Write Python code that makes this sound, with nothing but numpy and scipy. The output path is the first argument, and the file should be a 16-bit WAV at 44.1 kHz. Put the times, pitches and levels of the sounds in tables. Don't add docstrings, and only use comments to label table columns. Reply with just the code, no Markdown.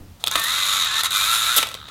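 import sys
import numpy as np
from scipy import signal
from scipy.fft import rfft, irfft, next_fast_len
from scipy.io import wavfile

SR = 44100
rng = np.random.default_rng(int(sys.argv[2]) if len(sys.argv) > 2 else 0)


def log_audio(samples):
    frames = np.atleast_2d(samples).T
    limited = np.clip(frames, -1, 1)
    pcm = np.round(limited * 32767).astype(np.int16)
    wavfile.write(sys.argv[1], SR, pcm)


N = 83790
T = np.arange(N) / SR
TAPS_PER_TURN, GEAR_REDUCTION = 4, 3

# (frequency [Hz], gain [dB])
BODY_RESPONSE = [(200, -30), (450, -27.5), (660, -20), (820, -19.5), (1080, -7.5), (1400, -5.5),
                 (1650, -9.5), (2050, -11.5), (3050, -10.5), (3750, 3), (4600, -12.5), (5400, -15.5),
                 (7000, -10.5), (8400, -17.5), (9700, -15.5), (13200, -19.5), (15800, -36)]


def gears():
    # (time [s], speed [turns/s])
    motor_speed = [(.31, 206.3), (.38, 226.6), (.44, 224), (.49, 246.3), (.54, 282.5), (.58, 294.8),
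                   (.70, 286.7), (.79, 285.5), (.82, 267.7), (.85, 236.5), (.90, 209), (.96, 222.5),
                   (1.02, 230.2), (1.06, 272.8), (1.12, 306.1), (1.15, 298.9), (1.20, 291.2), (1.25, 314),
                   (1.30, 338), (1.38, 344.2), (1.46, 323.5), (1.50, 344.4), (1.56, 399.6), (1.62, 378),
                   (1.70, 249)]
    # (time [s], level [dB])
    gear_force = [(.312, -28), (.322, -15.5), (.42, -22), (.60, -20.5), (.82, -21), (.90, -23),
                  (1.015, -21.5), (1.027, -45), (1.037, -23), (1.064, -19.5), (1.08, -39), (1.10, -45),
                  (1.112, -24.5), (1.15, -21.5), (1.36, -19.5), (1.44, -21), (1.58, -20), (1.625, -23),
                  (1.65, -60), (1.71, -47), (1.77, -66), (1.9, -39)]
    # (time [s], level [dB])
    grind_level = [(.33, -10), (.5, -0.5), (.8, 0.5), (1.0, 2), (1.2, 0.5), (1.33, -0.5), (1.6, -.5)]
    # (time [s], gain [dB])
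    treble_gain = [(.32, 2.5), (.44, 6.5), (.52, 2), (.80, 2), (.90, -7), (1.02, 2.5), (1.04, 5.5),
                   (1.08, 2), (1.15, 5), (1.35, 5.5), (1.55, 4.5), (1.61, 5.5), (1.66, 6), (1.9, -37)]
    speed = in_time(motor_speed) * (1 + .004 * drift(30))
    turns = np.cumsum(speed) / SR
    wheel_db = 1.5 * np.sin(2 * np.pi * turns / GEAR_REDUCTION)
    flutter_db = drift(70.4)
    swing = rms_one(from_db(wheel_db + flutter_db))
    rub = from_db(-1.5) * rng.standard_normal(N)
    taps = from_db(-6) * rms_one(teeth(turns))
    grind = colour(taps + rub, BODY_RESPONSE) * from_db(in_time(grind_level))
    whirr = brighten(swing * (grind + whine(speed, turns)), in_time(treble_gain))
    drive = from_db(in_time(gear_force)) * (T > gear_force[0][0])
    return drive * whirr + swing * squeals(turns)


def teeth(turns, jitter_s=.00006, wear_db=4, spread_db=2.5):
    tooth = np.arange(1, int(turns[-1] * TAPS_PER_TURN))
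    timing, strength = rng.standard_normal((len(tooth), 2)).T
    wheel_teeth = TAPS_PER_TURN * GEAR_REDUCTION
    wear = rms_one(rng.standard_normal(wheel_teeth))[tooth % wheel_teeth]
    times = np.interp(tooth / TAPS_PER_TURN, turns, T) + jitter_s * timing
    samples = np.clip((times * SR).astype(int), 0, N - 1)
    taps = np.zeros(N)
    taps[samples] = from_db(wear_db * wear + spread_db * np.clip(strength, -2, 2))
    return taps - taps.mean()


def whine(speed, turns, gain_db=4.5, waver_db=2.5):
    # (multiple of the motor speed, relative level [dB])
    harmonics = [(2, -18), (3, -17), (4, -19.5), (5, -11.5), (7, -14), (8, -10), (11, -17.5), (12, -22),
                 (13, -26), (17, -44), (20, -27)]
    out = 0
    for multiple, db in harmonics:
        body_db = 0.95 * at_hz(BODY_RESPONSE, multiple * speed)
        level = from_db(gain_db + db + body_db + waver_db * drift(5.3))
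        out += level * np.sin(2 * np.pi * (multiple * turns + rng.random()))
    return out


def squeals(turns, fade_s=0.051):
    # (start [s], end [s], multiple of the motor speed, level [dB], roughness [rad])
    loaded_gears = [(0.37, 0.519, 8, -32, 0.45), (0.814, 1.04, 8, -37.5, .4), (1.15, 1.254, 8, -36.5, 0.28),
                    (0.955, 1.073, 5, -41, 0.26), (1.16, 1.248, 5, -41, 0.26), (1.245, 1.413, 4, -25, 0.36),
                    (1.447, 1.578, 4, -26.5, 0.65), (0.636, 0.872, 24, -32, 1.8),
                    (1.132, 1.25, 24, -33.5, .7), (1.286, 1.423, 28, -31, .7), (1.304, 1.48, 21, -37, 0.68)]
    out = 0
    for start, end, multiple, db, roughness in loaded_gears:
        envelope = np.clip(np.minimum(T - start, end - T) / fade_s, 0, 1)
        phase = 2 * np.pi * multiple * turns + roughness * drift(114)
        out += from_db(db) * envelope * np.sqrt(2) * np.sin(phase)
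    return out


def switch_slide():
    # (time [s], level [dB])
    friction = [(.19, -72), (.205, -45), (.235, -48.5), (.25, -46), (.30, -57), (.32, -60)]
    # (frequency [Hz], relative level [dB])
    spectrum = [(400, -14), (1300, -8), (2600, -23), (3650, -5), (4700, -12), (9000, -16), (16000, -24)]
    envelope = from_db(in_time(friction)) * (T < friction[-1][0])
    return envelope * colour(rng.standard_normal(N), spectrum)


def clicks_and_chatter(chatter_hz=403.3):
    # (time [s], level [dB], decay [s], treble [dB], relative ping level [dB])
    strikes = [(.2399, -4.5, 0.00082, -1.5, -3.5), (0.2637, -22, 0.0079, -3, -13),
               (0.2723, -7, 0.0013, -2.5, -1), (0.2791, -11, 0.0027, -4, -14), (0.313, -7, 0.0013, -1, -9),
               (.3805, -15, 0.0011, -5, -7), (.396, -17.5, 0.0037, 8, -15), (.438, -20, 0.0048, 10, -15),
               (0.846, -26, 0.0027, 14, -18), (1.034, -14, .002, 8, -12), (1.107, -17, 0.0013, 7, -15),
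               (1.445, -19, 0.0018, -13, -5), (1.572, -35, .0015, -15, -13), (1.582, -7.5, 0.0028, -8, 0),
               (1.67, -18.5, 0.0018, -5, -17), (1.6887, -15.5, 0.00075, -5, -8),
               (1.7418, -18, 0.0018, -5, -15)]
    # (frequency [Hz], relative level [dB])
    spectrum = [(250, -18), (550, -5.5), (1300, -2.5), (1900, -9.5), (2600, -9), (3450, 5.5), (4800, -4),
                (8500, -5.5), (13000, -6), (16000, -17)]
    clicks = pings = 0
    for start, db, decay, treble_db, ping_db in strikes:
        clicks += brighten(contact(start, db, decay), treble_db)
        pings += ring(start, db + ping_db, hz=3370, decay_s=0.0015)
    stop_hits = np.arange(1.5632, 1.586, 1 / chatter_hz)
    chatter = sum(contact(start, db=-10, decay_s=0.0015) for start in stop_hits)
    return colour(clicks + brighten(chatter, db=10), spectrum) + pings


def knocks():
    # (time [s], level [dB], decay [s], relative thud level [dB], thud pitch [Hz])
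    impacts = [(0.355, -8, 0.0059, -18.5, 626), (.360, -16.5, 0.002, -14, 300),
               (0.382, -21, 0.0047, -15.5, 308), (1.5874, -10, 0.0034, -18, 280),
               (1.6278, -9.5, 0.0049, -16, 497), (1.6348, -20, 0.003, -25, 475),
               (1.714, -28, 0.0049, -30, 500), (1.750, -24, 0.0028, -11.5, 533),
               (1.885, -34, 0.0043, -27, 500)]
    # (frequency [Hz], relative level [dB])
    spectrum = [(120, -12.5), (280, -14), (550, 2), (780, -6), (1150, 8.5), (1700, -2), (3700, 5.5),
                (5200, -6), (9000, -7), (16000, -16)]
    bursts = thuds = 0
    for start, db, decay, thud_db, thud_hz in impacts:
        bursts += contact(start, db, decay)
        thuds += ring(start, db + thud_db, thud_hz, decay_s=0.007)
    return colour(bursts, spectrum) + thuds


def ratchet(rate_hz=73.7):
    # (frequency [Hz], relative level [dB])
    spectrum = [(300, -19), (1300, 14), (2500, -6), (3900, 16), (5200, -12), (9000, -30), (16000, -34)]
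    ticks = sum(contact(start, db=-30.5, decay_s=0.002) for start in np.arange(1.7732, 1.9, 1 / rate_hz))
    return colour(ticks, spectrum)


def shell(shake):
    # (frequency [Hz], gain [dB], time to fall 60 dB [s])
    modes = [(1330.4, 6, 0.1), (2033, 0.5, 0.044), (2520, -2, 0.038), (3805, -11.5, 0.013),
             (4060, -3.5, 0.16)]
    out = shake
    for hz, db, t60 in modes:
        radius = from_db(-60 / (t60 * SR))
        feedforward = np.array([1, 0, -1]) * (1 - radius ** 2) / 2
        feedback = [1, -2 * radius * np.cos(2 * np.pi * hz / SR), radius ** 2]
        out = out + from_db(db) * signal.lfilter(feedforward, feedback, shake)
    return out


def reflections(direct, t60_s=0.42, dull_hz=4940, db=-7):
    tail = rng.standard_normal(N) * from_db(-60 * T / t60_s) * (T > .004)
    tail /= np.sqrt(np.sum(tail ** 2))
    tail = signal.sosfilt(signal.butter(1, dull_hz, fs=SR, output="sos"), tail)
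    return from_db(db) * signal.fftconvolve(direct, tail)[:N]


def rumble():
    # (time [s], level [dB])
    fade = [(0, -32.5), (.04, -40), (.07, -48), (.12, -42), (.16, -53), (.24, -93)]
    # (frequency [Hz], relative level [dB])
    spectrum = [(30, -10), (60, -20), (82, 1.5), (110, -21.5), (200, -19), (450, -30), (1000, -41),
                (4000, -64)]
    return from_db(in_time(fade)) * colour(rng.standard_normal(N), spectrum)


def room_tone():
    # (frequency [Hz], relative level [dB])
    spectrum = [(20, -23), (40, -6.5), (60, -1.5), (82, -1), (110, -3.5), (170, -8), (300, -16),
                (600, -20.5), (1500, -25.5), (4000, -28.5), (10000, -33.5), (16000, -33)]
    return from_db(-48) * colour(rng.standard_normal(N), spectrum)


def contact(start, db, decay_s, rise_s=0.0002):
    age = np.maximum(T - start, 0)
    envelope = (1 - np.exp(-age / rise_s)) * np.exp(-np.minimum(age / decay_s, 40))
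    return from_db(db) * envelope * rng.standard_normal(N)


def ring(start, db, hz, decay_s):
    age = np.maximum(T - start, 0)
    return from_db(db) * np.sin(2 * np.pi * hz * age) * np.exp(-np.minimum(age / decay_s, 40))


def colour(x, spectrum):
    size = 2 * next_fast_len(N)
    gain = rms_one(from_db(at_hz(spectrum, np.fft.rfftfreq(size, 1 / SR))))
    cepstrum = irfft(np.log(gain))
    cepstrum[1:size // 2] *= 2
    cepstrum[size // 2 + 1:] = 0
    return irfft(rfft(x, size) * np.exp(rfft(cepstrum)))[:N]


def brighten(x, db, crossover_hz=8500):
    lowpass = signal.butter(2, crossover_hz, fs=SR, output="sos").repeat(2, axis=0)
    highpass = signal.butter(2, crossover_hz, "high", fs=SR, output="sos").repeat(2, axis=0)
    return signal.sosfilt(lowpass, x) + from_db(db) * signal.sosfilt(highpass, x)


def drift(rate_hz):
    pole = np.exp(-2 * np.pi * rate_hz / SR)
    wander = signal.lfilter([1], [1, -2 * pole, pole ** 2], rng.standard_normal(N + SR))
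    return rms_one(wander[SR:])


def in_time(rows):
    return np.interp(T, *np.transpose(rows))


def at_hz(spectrum, hz):
    frequencies, db = np.transpose(spectrum)
    return np.interp(np.log(np.maximum(hz, 1)), np.log(frequencies), db)


def from_db(db):
    return 10 ** (np.asarray(db) / 20)


def rms_one(x):
    return x / np.sqrt(np.mean(x ** 2) + 1e-20)


def scene():
    mechanism = gears() + switch_slide() + clicks_and_chatter() + knocks() + ratchet()
    camera = from_db(-1.5) * shell(mechanism)
    background = room_tone() + rumble()
    return (camera + reflections(camera) + background)[None]


def record(dry):
    ceiling, cutoff_hz = .9, 17000
    rounded = ceiling * np.tanh(dry / ceiling)
    return signal.sosfilt(signal.cheby2(16, 60, cutoff_hz, fs=SR, output="sos"), rounded)


dry = scene()
out = record(dry)
log_audio(out)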